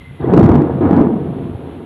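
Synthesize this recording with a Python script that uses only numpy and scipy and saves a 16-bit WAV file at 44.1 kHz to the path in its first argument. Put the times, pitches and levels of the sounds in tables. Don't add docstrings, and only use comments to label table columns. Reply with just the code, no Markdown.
import sys
import numpy as np
from scipy import signal
from scipy.fft import rfft, irfft, next_fast_len
from scipy.io import wavfile
from scipy.ndimage import uniform_filter1d

SR = 44100
rng = np.random.default_rng(int(sys.argv[2]) if len(sys.argv) > 2 else 0)


def file_out(sig):
    cols = np.atleast_2d(sig).T
    lim = np.clip(cols, -1, 1)
    pcm = np.round(lim * 32767).astype(np.int16)
    wavfile.write(sys.argv[1], SR, pcm)


def linear_from_db(decibels):
    return 10 ** (np.asarray(decibels, float) / 20)


N = 81585

KNEE_HZ = 410
PACKET_SPREAD = 0.4


def unit(x):
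    return x / np.sqrt(np.mean(x ** 2))


def colour(x, table):
    size = next_fast_len(N + 8192)
    hz = np.maximum(np.arange(size // 2 + 1) * SR / size, 1)
    table_hz, table_db = np.array(table, float).T
    gain = linear_from_db(np.interp(np.log(hz), np.log(table_hz), table_db))
    return irfft(rfft(x, size) * gain, size)[:N]


def walk(rate):
    hold = int(SR / rate)
    steps = np.repeat(rng.standard_normal(N // hold + 1), hold)
    return 1.3 * uniform_filter1d(uniform_filter1d(steps, hold), hold)[:N]


def split(x, hz):
    low = signal.sosfiltfilt(signal.butter(2, hz, fs=SR, output="sos"), x)
    return low, x - low


def packet(t, s, hz, cycles):
    return np.exp(-0.5 * ((t - s) * hz / (cycles * PACKET_SPREAD)) ** 2)


def scatter(x):
    decay_s, share = 0.02, 0.6
    lag = np.arange(int(6 * decay_s * SR)) / SR
    echoes = share * rng.standard_normal(len(lag)) * np.exp(-lag / decay_s)
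    echoes = echoes / np.sqrt(decay_s * SR * share)
    return x + signal.fftconvolve(x, echoes)[:N]


# (frequency [Hz], level [dB])
SHOCK_SPECTRUM = [(20, -65.5), (48, -29), (85, -4.5), (242, 0.5), (400, -5.5), (500, -14), (800, -16),
                  (2190, -46), (4200, -65.5), (6000, -88)]
# (time [s], level [dB], brightness above the knee [dB per octave], weight of the deep part [dB])
ROLL_COURSE = [(0, -41.5, 0, 10.5), (.11, -46.5, 2.5, 24), (0.189, -42, 4, 12.5), (0.207, -32.5, 9, 14),
               (.3, -11, 2.5, 2.5), (.38, -7.5, 0.5, 7.5), (.54, -10.5, 3.5, 6.5), (.63, -11, 1, 0.5),
               (.69, -17, 2.5, 4.5), (0.799, -17.5, 0, 7.5), (0.813, -11.5, 3, 8.5), (0.888, -10, 2.5, -1),
               (.96, -10, 3.5, 1), (1.03, -12.5, 2.5, -1.5), (1.12, -13, -3, -3), (1.35, -23, -0.5, 7.5),
               (1.6, -29, 2, 7.5), (1.85, -32.5, 2.5, 6.5)]


def roll(t):
    shocks_per_s, size_spread_db = 1500, 1.8
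    deep_hz = 147
    s, db, bright, deep = np.array(ROLL_COURSE, float).T
    arrives = rng.random(N) < shocks_per_s / SR
    sign = rng.choice([-1, 1], N)
    size = linear_from_db(size_spread_db * np.minimum(rng.exponential(size=N), 3))
    shocks = unit(colour(scatter(arrives * sign * size), SHOCK_SPECTRUM))
    low, rest = split(shocks, deep_hz)
    mid, high = split(rest, KNEE_HZ)
    upper, top = split(high, 2 * KNEE_HZ)
    tilt = linear_from_db(np.interp(t, s, bright))
    body = low * linear_from_db(np.interp(t, s, deep)) + mid + upper * tilt + top * tilt ** 2
    gusts_db = -0.5 * walk(31.31)
    return body * linear_from_db(np.interp(t, s, db) - 1.5 + gusts_db)


# (time [s], peak level [dB], pitch [Hz], length [cycles])
LOUD_CLAPS = [(0.298, -11, 131.7, 9.3), (0.342, -2, 423, 4.6), (0.342, -6.5, 180.2, 8),
              (0.377, 3, 315.4, 2.9), (0.385, -1, 142.6, 3.1), (0.396, 4.2, 203, 2.2), (0.414, 1, 294, 2.6),
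              (0.432, 3.5, 131.5, 1.1), (0.445, 2.3, 205.3, 1.8), (0.461, 2.5, 137.2, 2.2),
              (0.495, 1.1, 312, 4.8), (0.511, -2, 95, 1.7), (0.517, -1.5, 254, 1.2), (0.556, -3, 247, 0.93),
              (0.584, -1.5, 157.5, 3.6), (0.62, -8.5, 225, 1.3), (0.642, -3, 307, 2.7),
              (0.821, -7.5, 349, 7.4), (0.847, -9, 304, 9), (0.912, 0.3, 284, 1.6), (0.932, 2.4, 232, 1.5),
              (0.99, -7.5, 297, 7.6), (0.99, -10, 234.5, 7.8), (1.014, -3, 293, 8.5),
              (1.072, -2.5, 225, 1.7), (1.134, -8.5, 221.5, 5.8), (1.166, -9, 186, 2.14),
              (1.292, -12.5, 174, 2.7)]
# (time [s], peak level [dB], pitch [Hz], length [cycles])
MORE_CLAPS = [(0.018, -29.5, 80.5, 1.3), (.112, -23, 133, 1.1), (.205, -18.5, 338, 2.6),
              (.215, -17.5, 149, 3.6), (0.339, 0, 330, 1.9), (.351, -5, 200, 1.2), (0.366, -1, 253, 1.1),
              (.409, 2.5, 338, 2.0), (0.493, 1, 324.6, 1.65), (.246, -6, 392, 2.9), (.279, -8, 300, 3.8),
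              (0.532, -0.5, 280, 1.7), (0.973, -2, 238, 2.35), (.44, 0, 279.4, 1.1),
              (0.504, -2.5, 284.6, 0.79), (.595, -1.5, 252.6, 0.98), (.622, -3, 297, 1.9),
              (0.697, -7, 500, 0.67), (0.994, -2, 275, 1.4), (0.582, -3, 200, 1.9), (.93, 0, 250, 1.4),
              (1.007, 2.0, 269, 0.75), (1.014, -1.6, 226.6, 0.93), (1.022, -5.5, 230, 0.78),
              (.76, -11, 194.6, 2.2), (1.457, -13, 184, 1.5), (1.518, -20, 105, 1.1),
              (1.556, -17.5, 102, 1.6)]


def claps(t, table):
    level_db, crackle_db = -0.97, -16.5
    noise = colour(rng.standard_normal(N), SHOCK_SPECTRUM)
    crackle = linear_from_db(crackle_db) * unit(split(noise, KNEE_HZ)[1])
    out = np.zeros(N)
    for (s, db, hz, cycles), phase in zip(table, rng.random(len(table))):
        swing = np.sin(2 * np.pi * (hz * (t - s) + phase))
        out += linear_from_db(db + level_db) * packet(t, s, hz, cycles) * (swing + crackle)
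    return out


# (time [s], peak level [dB], pitch [Hz], length [cycles])
BIRD_CHIRPS = [
    (0.214, -46.5, 3700, 14),
    (.214, -57, 4400, 14),
    (0.243, -45.5, 3380, 26),
    (0.257, -38, 1960, 22),
]


def bird(t):
    pitch_hz, sag_hz_per_s, breath_width_hz = 2095, 420, 70
    level_db, fade_db_per_s = -48.5, 50
    wave = np.exp(2j * np.pi * np.cumsum(pitch_hz - sag_hz_per_s * t) / SR)
    flutter = 1 + walk(2 * breath_width_hz) + 1j * walk(2 * breath_width_hz)
    note = (wave * flutter).real * linear_from_db(level_db - fade_db_per_s * t)
    for s, db, hz, cycles in BIRD_CHIRPS:
        note = note + linear_from_db(db) * packet(t, s, hz, cycles) * np.sin(2 * np.pi * hz * t)
    return note


# (frequency [Hz], level [dB per Hz])
FIELD_SPECTRUM = [(900, -9), (1270, -6.5), (3500, -11.5), (4300, -23), (4900, -35), (7500, -40.5),
                  (11000, -31), (12500, -36.5)]


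def field():
    spectrum = [(300, -36.5)] + list(FIELD_SPECTRUM) + [(13000, -74.5)]
    return unit(colour(rng.standard_normal(N), spectrum)) * linear_from_db(-51.5 + 1.0 * walk(14))


# (frequency [Hz], rms level [dB])
CLOCK_TONES = [(5512, -88), (6891, -84), (8269, -79), (9647, -83), (11025, -68), (12403, -82)]


def clock_whine(t):
    return sum(np.sqrt(2) * linear_from_db(db) * np.sin(2 * np.pi * hz * t) for hz, db in CLOCK_TONES)


def short_power(x):
    return uniform_filter1d(x ** 2, int(0.008 * SR)) + 1e-12


def scene():
    t = np.arange(N) / SR
    body = roll(t)
    loud = claps(t, LOUD_CLAPS) + claps(t, MORE_CLAPS)
    clap_share = short_power(loud) / (short_power(loud) + short_power(body))
    thunder = body * linear_from_db(-8.0 * clap_share) + loud
    return (thunder + bird(t) + field())[None]


def low_pass(x):
    return signal.sosfilt(signal.butter(12, 15700, fs=SR, output="sos"), x)


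def record(dry):
    t = np.arange(N) / SR
    clip = 0.897
    flat = np.clip(dry + clock_whine(t), -clip, clip)
    return low_pass(flat)


dry = scene()
out = record(dry)
file_out(out)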